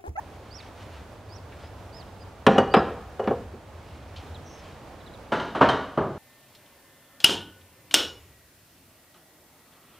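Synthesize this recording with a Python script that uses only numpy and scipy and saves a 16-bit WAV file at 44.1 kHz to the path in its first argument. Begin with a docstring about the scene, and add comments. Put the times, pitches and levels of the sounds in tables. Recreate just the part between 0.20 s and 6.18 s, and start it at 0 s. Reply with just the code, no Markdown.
"""Jar and bottle in the fridge door

A glass jar is nudged into a plastic door bin, then a bottle goes into the other door, farther away.
Each knock is a set of dying tones, plastic clatter, a glass clink and a low boom, with a kitchen echo.
Shaped noise makes the fridge's low hum and air, the light taps and the rustling sleeve.
Gliding, slightly unsteady tones make the faint birds outside.
"""
import sys
import numpy as np
from scipy import signal
from scipy.fft import rfft, irfft
from scipy.io import wavfile
from scipy.ndimage import uniform_filter1d, minimum_filter1d

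SR = 44100
rng = np.random.default_rng(int(sys.argv[2]) if len(sys.argv) > 2 else 0)


def wav_out(sig):
    """Save sig, one row per channel (or a flat mono array), as 16-bit PCM at SR to the path in sys.argv[1]."""
    wavfile.write(sys.argv[1], SR, np.round(np.clip(np.atleast_2d(sig).T, -1, 1) * 32767).astype(np.int16))


N = 263718  # length in samples, about 6 seconds


def amp(db):
    """Turns decibels into a gain."""
    return 10 ** (np.asarray(db) / 20)


def unit(x):
    """Scales a sound to an average strength (rms) of 1."""
    return x / np.sqrt(np.mean(x ** 2) + 1e-20)


def read(points, hz, axis=1):
    """Reads one column of a table at any pitch, joining its points on a log-frequency axis."""
    table = np.transpose(points)
    return np.interp(np.log(hz + 1), np.log(table[0] + 1), table[axis])


def add(mix, s, sound):
    """Adds a sound into the mix, starting at s seconds."""
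    part = mix[..., max(round(s * SR), 0):][..., :sound.shape[-1]]
    part += sound[..., :part.shape[-1]]


def noise(gain, size=N):
    """Makes noise of rms 1 whose spectrum follows gain(Hz)."""
    spectrum = rfft(rng.standard_normal(size))
    return unit(irfft(spectrum * gain(np.fft.rfftfreq(size, 1 / SR)), size))


def filtered(x, hz, kind, order=2):
    """Keeps the sound below ("low") or above ("high") a frequency, with a Butterworth filter."""
    sos = signal.butter(order, np.clip(hz, 10, .49 * SR), kind, fs=SR, output="sos")
    return signal.sosfilt(sos, x)


def fading(t, t60):
    """A decay that falls by 60 dB in t60 seconds."""
    return np.exp(-np.log(1000) * t / t60)


def dying_noise(table, count=14):
    """Noise split into overlapping bands, each with its own level and decay; starts near rms 1."""
    t, hz = np.arange(SR) / SR, np.fft.rfftfreq(SR, 1 / SR)
    spectrum = rfft(noise(lambda f: amp(read(table, f)), SR))
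    centres = np.geomspace(50, 16000, count)
    out = np.zeros(SR)
    for centre, band in zip(centres, np.eye(count)):
        # the band is full at its own centre and gone at its neighbours' centres
        band_noise = irfft(spectrum * np.interp(hz, centres, band), SR)
        out += band_noise * fading(t, read(table, centre, axis=2))
    return out


def fridge(hum_hz=88, hum_width_hz=20, hum_db=-2, air_level_db=-45.5, drift_db=0.8):
    """A lumpy low hum under nearly steady air noise whose treble differs between the ears."""
    # Colour of the air noise. Each row: frequency in Hz, relative level in dB per Hz.
    air_colour = [(15, -30), (25, -15), (64, 0), (86, -1.5), (173, -7), (399, -10), (457, -8), (598, -8),
                  (871, -11), (1950, -22), (3930, -28.5), (15500, -42.5)]
    # The air at the two ears. Each row: frequency in Hz, left-right correlation (1 = same in both),
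    # left minus right in dB.
    likeness = [(30, 0.99, -2), (100, 0.94, 0), (400, 0.93, -1), (1440, 0.85, -3.3), (4000, 0.55, -0.5),
                (8000, 0.19, -.2), (13000, .15, 0)]
    # Slow swell of the hum, which drops to a fainter level at about 4.3 s. Each row: time in seconds, level in
    # dB before hum_db is added.
    hum_swell = np.vstack([ [(0.0, -51), (1.37, -43), (2.13, -47), (2.2, -48)], [(3.3, -46.5),
                 (4.176, -43.5), (4.336, -56), (5.1, -58)], ])
    hz = np.fft.rfftfreq(N, 1 / SR)
    same = np.clip(read(likeness, hz), -1, 1)
    lean_db = read(likeness, hz, axis=2)
    # a shared part and an opposite part together give the wanted correlation
    sources = rfft(rng.standard_normal((2, N)))
    mid, side = sources * amp(read(air_colour, hz)) * np.sqrt([1 + same, 1 - same])
    ears = np.array([mid + side, mid - side]) * amp([lean_db / 2, -lean_db / 2])
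    air = unit(irfft(ears, N))
    air *= amp(drift_db * noise(lambda f: 1 / (1 + (f / 3) ** 2)))  # the level drifts slowly
    hum = noise(lambda f: 1 / (1 + ((f - hum_hz) / hum_width_hz) ** 4))
    swell_db = np.interp(np.arange(N) / SR, *np.transpose(hum_swell))
    return amp(air_level_db) * air + hum * amp(hum_db + swell_db)


def tap(hz, t60, rise=0.00083):
    """A short dying burst of noise in a band about an octave wide around hz."""
    t = np.arange(SR) / SR
    burst = noise(lambda f: (f / hz) ** 3 / (1 + (f / hz) ** 7), SR)
    return burst * fading(t, t60) * (1 - np.exp(-t / rise))


def handling(grain=0.17):
    """Light taps as noise bursts, and the sleeve as grainy noise brushing in uneven strokes."""
    # Each row: start in seconds, level in dB, centre in Hz, time to fall 60 dB in seconds.
    light_taps = [(0.401, -43.5, 2220, 0.059), (1.321, -47, 2200, 0.11), (1.436, -36.5, 760, 0.058),
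                  (1.438, -55, 2980, .12), (3.961, -43.5, 3420, 0.19)]
    # Sleeve strokes. Each row: middle in seconds, length in seconds, level in dB.
    brushes = [(.27, 0.12, -61), (0.432, 0.13, -54), (0.61, 0.098, -53.5), (0.76, 0.16, -55),
               (1.43, 0.15, -56.5), (3.744, 0.36, -60), (4.04, 0.19, -58.5), (4.458, 0.28, -54)]
    # Colour of the rustle. Each row: frequency in Hz, relative level in dB per Hz.
    cloth_colour = [(300, -28), (1200, 3.5), (3000, 2), (5000, -6.5), (9000, -17.5), (15000, -36.5)]
    out, t = np.zeros(N), np.arange(N) / SR
    for s, db, hz, t60 in light_taps:
        add(out, s, amp(db) * tap(hz, t60))
    cloth = noise(lambda f: amp(read(cloth_colour, f)))
    cloth *= np.exp(grain * noise(lambda f: 1 / (1 + (f / 70) ** 2)))  # an uneven rub
    strokes = sum(amp(db) * np.exp(-(2 * (t - s) / length) ** 2) for s, length, db in brushes)
    return out + cloth * strokes


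def whistle(crest_s, crest_hz, rise_s, start_hz, fall_s, end_hz, db, roundness,
            waver=0.0042, flutter_db=3.5):
    """A near-pure bird note gliding to its crest and away, swelling on the way, a little unsteady."""
    swell_lead = 0.29  # loudest this share of the rise before the crest
    rise_fade_db, fall_fade_db = -16.5, -6  # fainter at the two ends
    fall_rounder = 0.299  # the note lingers on its crest before it drops
    t = np.arange(-rise_s, fall_s, 1 / SR)
    from_crest = abs(t) / np.where(t < 0, rise_s, fall_s)
    glide = crest_hz - np.where(t < 0, start_hz, end_hz)
    pitch = crest_hz - glide * from_crest ** (roundness + fall_rounder * (t > 0))
    from_swell = np.interp(t, [-rise_s, -swell_lead * rise_s, fall_s], [-1, 0, 1])
    fade_db = np.where(from_swell < 0, rise_fade_db, fall_fade_db) * from_swell ** 2
    wobble, flutter = (noise(lambda f: 1 / (1 + (f / 150) ** 4), len(t)) for _ in range(2))
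    pitch = uniform_filter1d(pitch, size=300) * (1 + waver * wobble)  # soften the corner, then waver
    strength = amp(db + fade_db + flutter_db * flutter) * signal.windows.tukey(len(t), .15)
    return crest_s - rise_s, strength * np.sin(2 * np.pi * np.cumsum(pitch) / SR)


def kitchen(x, delay=0.0082, build=0.016):
    """Diffuse echo of the room as dying noise, swelling after the first wall is reached."""
    # Each row: frequency in Hz, relative level in dB, time to fall 60 dB in seconds.
    room_decay = [(100, 1.5, 0.55), (303, -0.5, 0.56), (720, -2, 0.57), (1510, -2.5, 0.62),
                  (3200, -3.5, 0.54), (7000, -0.5, 0.46), (14000, -8, 0.17)]
    t = np.arange(SR) / SR
    tail = dying_noise(room_decay) * (1 - np.exp(-np.maximum(t - delay, 0) / build))
    mid_gain = np.sqrt(np.mean(abs(rfft(tail)[200:3000]) ** 2))  # average gain from 200 to 3000 Hz
    return signal.fftconvolve(x, tail / mid_gain)[:len(x)]


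def birds(whistle_db=((-5.5,), (3.,)), chip_db=((-1.5,), (1.5,)), echo_db=-14):
    """Small birds outside, as gliding tones: whistles well to the right, the rest nearer the middle."""
    # Arched whistles. Each row: crest in seconds, crest in Hz, rise in seconds, start in Hz,
    # fall in seconds, end in Hz, level in dB before panning, roundness (under 1 pointed, 2 domed).
    whistles = [(0.365, 5860, .064, 4250, .054, 3300, -46, 0.76),
                (1.16, 6140, .072, 4400, 0.031, 4240, -50, 0.46),
                (1.47, 5100, 0.058, 4880, .012, 5050, -61, .6),
                (1.776, 5180, .056, 4230, 0.059, 2430, -51, 2.1),
                (2.02, 4910, 0.019, 4750, 0.022, 4700, -52, 1.8),
                (2.582, 5100, 0.079, 4530, 0.021, 4900, -42, 0.98)]
    # The two voices of a thin, nearly level call. Each row: the same columns as the whistles.
    thin_call = [(4.32, 6240, 0.092, 6200, .105, 6080, -59.5, 2),
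                 (4.26, 5700, .012, 5760, 0.16, 5290, -57.5, 0.74)]
    # Short falling chips. Each row: crest in seconds, level in dB before panning.
    chips = [(4.072, -57), (4.148, -47), (4.803, -58), (4.866, -49.5), (4.94, -50.5)]
    # every chip is the same quick fall
    top_hz, end_hz, rise_s, fall_s, roundness = 4050, 3100, .003, .023, 0.79
    aside, ahead = np.zeros(N), np.zeros(N)
    for call in whistles:
        add(aside, *whistle(*call))
    for voice in thin_call:
        add(ahead, *whistle(*voice, waver=.002))
    for s, db in chips:
        add(ahead, *whistle(s, top_hz, rise_s, top_hz, fall_s, end_hz, db, roundness))
    echo = np.array([kitchen(aside + ahead) for _ in range(2)])  # a separate echo for each ear
    return aside * amp(whistle_db) + ahead * amp(chip_db) + amp(echo_db) * echo


def ring(modes, spot_hz, spot_db=4, spot_width=0.16, scatter_db=1.5):
    """Dying tones of a bin; the spot that is struck favours those near spot_hz."""
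    t = np.arange(SR) / SR
    hz, db, t60 = np.transpose(modes)
    db = db + scatter_db * rng.standard_normal(len(modes))
    db = db + spot_db * np.exp(-((spot_hz / hz - 1) / spot_width) ** 2)
    out = np.zeros(SR)
    for k in range(len(modes)):
        tone = np.sin(2 * np.pi * hz[k] * t) * fading(t, t60[k])
        out += (-1) ** k * amp(db[k]) * tone  # every other tone starts downwards
    return out


def chime(modes, split, count=4, rise=0.00098):
    """Uneven glass: every partial is a close cluster of tones that beat against each other."""
    t = np.arange(SR) / SR
    out = np.zeros(SR)
    for hz, db, t60 in modes:
        detune, phase = rng.uniform(-0.97, 1, (2, count, 1))
        decay = fading(t, t60)
        tones = np.sin(2 * np.pi * hz * (1 + split * detune) * t + np.pi * phase)
        cluster = decay * tones.sum(0)
        # as strong as one single dying tone
        out += amp(db) * unit(cluster) * np.sqrt(np.mean(decay ** 2) / 2)
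    return out * (1 - np.exp(-t / rise))


def knocks(rows, modes, clatter, glass, split, rise, thud_hz, tick_db, tick_hz, tick_t60):
    """Glass meets a plastic bin: the bin rings and clatters, the glass clinks, the room follows."""
    out, t = np.zeros(N), np.arange(SR) / SR
    for s, db, bright_hz, weight_db, spot_hz, clatter_db, glass_db, room_db in rows:
        body = ring(modes, spot_hz) + amp(clatter_db) * dying_noise(clatter)
        body *= 1 - np.exp(-t / rise)  # the base of the glass seats over a moment
        body = filtered(body, bright_hz, "low", order=1)  # a soft contact leaves out the treble
        body = filtered(body, 3 * bright_hz, "low", order=1)
        thud = amp(weight_db) * filtered(body, thud_hz, "low", order=3)  # full weight bends the whole bin
        body = thud + filtered(body, thud_hz, "high", order=3)
        tick = amp(tick_db) * tap(tick_hz, tick_t60)  # glass on glass starts with a hard tick
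        clink = chime(glass, split) + tick
        hit = amp(db) * body + amp(glass_db) * clink
        add(out, s, hit + amp(room_db) * kitchen(hit))
    return out


def door_boom(rows, boom_hz=84, boom_t60=0.85, boom_db=-24, rise=0.017):
    """The heavy door takes up each knock and booms low for a moment, as a slow-rising noise burst."""
    out = np.zeros(N)
    for s, db, *_ in rows:
        add(out, s, amp(db + boom_db) * tap(boom_hz, boom_t60, rise))
    return out


def scene():
    """Knocks and handling in the middle, over the fridge and the birds."""
    # Knocks of the jar in the near bin, and of the bottle in the far bin.
    # Each row: start in seconds, level of the bin in dB, contact brightness in Hz,
    # weight of the thud in dB, tone favoured by the spot in Hz, clatter against the ringing in dB,
    # level of the glass in dB, room echo against the hit in dB.
    jar_knocks = [(2.2655, -13.5, 4600, 10.5, 220, 4, -42, -8), (2.2815, -9, 700, -28, 775, -10, -68, -9),
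                  (2.358, -16, 700, -11, 780, -16, -62, -7), (2.3805, -10, 1060, 2, 810, 0, -26, -13),
                  (2.5395, -9, 3140, 0, 760, -1.5, -46, -8), (2.567, -17.5, 1420, 10, 1100, 2.5, -68, -15),
                  (2.9948, -17, 604, -23, 570, -5.5, -47, -3.5), (3.040, -44, 3000, -11, 1700, 5, -53, -2),
                  (3.0742, -22.5, 1400, 11, 437, 2, -61, -15), (3.093, -48, 450, -7, 423, -2, -68, -16),
                  (3.1085, -10.5, 417, -8, 450, -7, -68, -20), (3.3354, -40.5, 350, 14, 380, -8, -73, -16)]
    bottle_knocks = [(5.1190, -23.5, 3440, 7.5, 1230, 6.5, -48, -5),
                     (5.198, -34, 3020, 8, 1450, 4.5, -42, -1.5),
                     (5.3482, -30.5, 3300, 8.5, 1450, 8, -49, -4.5),
                     (5.4087, -8.5, 1830, 5.5, 1180, 2, -49, -6.5),
                     (5.4870, -21, 3560, -2, 1450, 4, -31, -7), (5.7733, -14, 754, 8.5, 1030, 0, -53, -5)]
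    # Ringing of the loaded bins and of the glass.
    # Each row: frequency in Hz, relative level in dB, time to fall 60 dB in seconds.
    near_modes = [(137, -26, 0.35), (217.2, -9.5, 0.12), (248, -18.5, 0.22), (375.5, -5, 0.077),
                  (441.7, -6.5, 0.18), (483.6, -16, 0.31), (534, -7, 0.17), (664, -11, 0.12),
                  (713, -8, 0.097), (785.7, -3.5, 0.12), (1020, -16, 0.026), (1100, -9, 0.068),
                  (1238, -21, 0.032), (1703, -17, 0.2)]
    far_modes = [(140, -22.5, 0.3), (247, -9, 0.078), (388, -14, 0.23), (431.3, -17, 0.27),
                 (632, -15.5, 0.46), (774, -26, .25), (982, -20, 0.19), (1150, -7, 0.097),
                 (1230, -11, 0.14), (1430, -36, 0.27), (1490, -37, 0.22)]
    jar_glass = [(1690, -1, .13), (1873, -3, .13), (2887, -4, .22), (2925, 5, .07), (4474, -22, .25),
                 (4750, -22, .22), (6094, -16, .09), (8050, -20, .05)]
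    bottle_glass = [(1463, 0.5, 0.44), (1920, -10, 0.39), (2940, 4, 0.11), (3110, 3, .1), (3160, 3, 0.16),
                    (3710, -4.5, 0.2), (4080, -2, 0.093), (4280, -5, .1), (4780, -13, 0.14),
                    (6080, -13.5, .15), (7009, -26, .18), (8200, -17, .08)]
    # Crowded tones of the plastic panels, heard as a short clatter.
    # Each row: frequency in Hz, relative level in dB per Hz, time to fall 60 dB in seconds.
    near_clatter = [(60, -33, 0.2), (195, -4, 0.16), (700, -3, 0.19), (1260, -1.5, 0.13), (2140, -12, 0.12),
                    (3300, -7.5, 0.062), (4500, -16, 0.039), (6570, -24.5, 0.039), (9200, -23, 0.041),
                    (15000, -29, 0.016)]
    far_clatter = [(60, -19, 0.24), (212, -8.5, 0.39), (654, 6.5, 0.16), (1370, 3.5, 0.2),
                   (2240, -10.5, 0.32), (2900, -9, 0.22), (4600, -21.5, 0.49), (6940, -27, 0.29),
                   (9900, -27, 0.22), (15000, -31, .07)]
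    jar = knocks(jar_knocks, near_modes, near_clatter, jar_glass, split=0.0052,
                 rise=0.00026, thud_hz=302, tick_db=-12.0, tick_hz=5950, tick_t60=0.073)
    bottle = knocks(bottle_knocks, far_modes, far_clatter, bottle_glass, split=0.0122,
                    rise=0.0036, thud_hz=313, tick_db=-9, tick_hz=4800, tick_t60=0.11)
    boom = door_boom(jar_knocks + bottle_knocks)
    bins = filtered(jar + bottle + boom, 63, "high")  # small panels radiate no deep bass
    return bins + handling() + birds() + fridge()


def record(dry, ceiling=.86, edge_hz=15800):
    """A fast limiter holds the loudest peaks; then a filter removes what lies above edge_hz."""
    allowed = np.minimum(1, ceiling / (abs(dry).max(0) + 1e-9))
    gain = uniform_filter1d(minimum_filter1d(allowed, size=45), size=45)  # about 1 ms
    band_limit = signal.firwin(511, edge_hz, window=("kaiser", 9), fs=SR)
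    return signal.oaconvolve(dry * gain, band_limit[None], "same")


dry = scene()
out = record(dry)
wav_out(out)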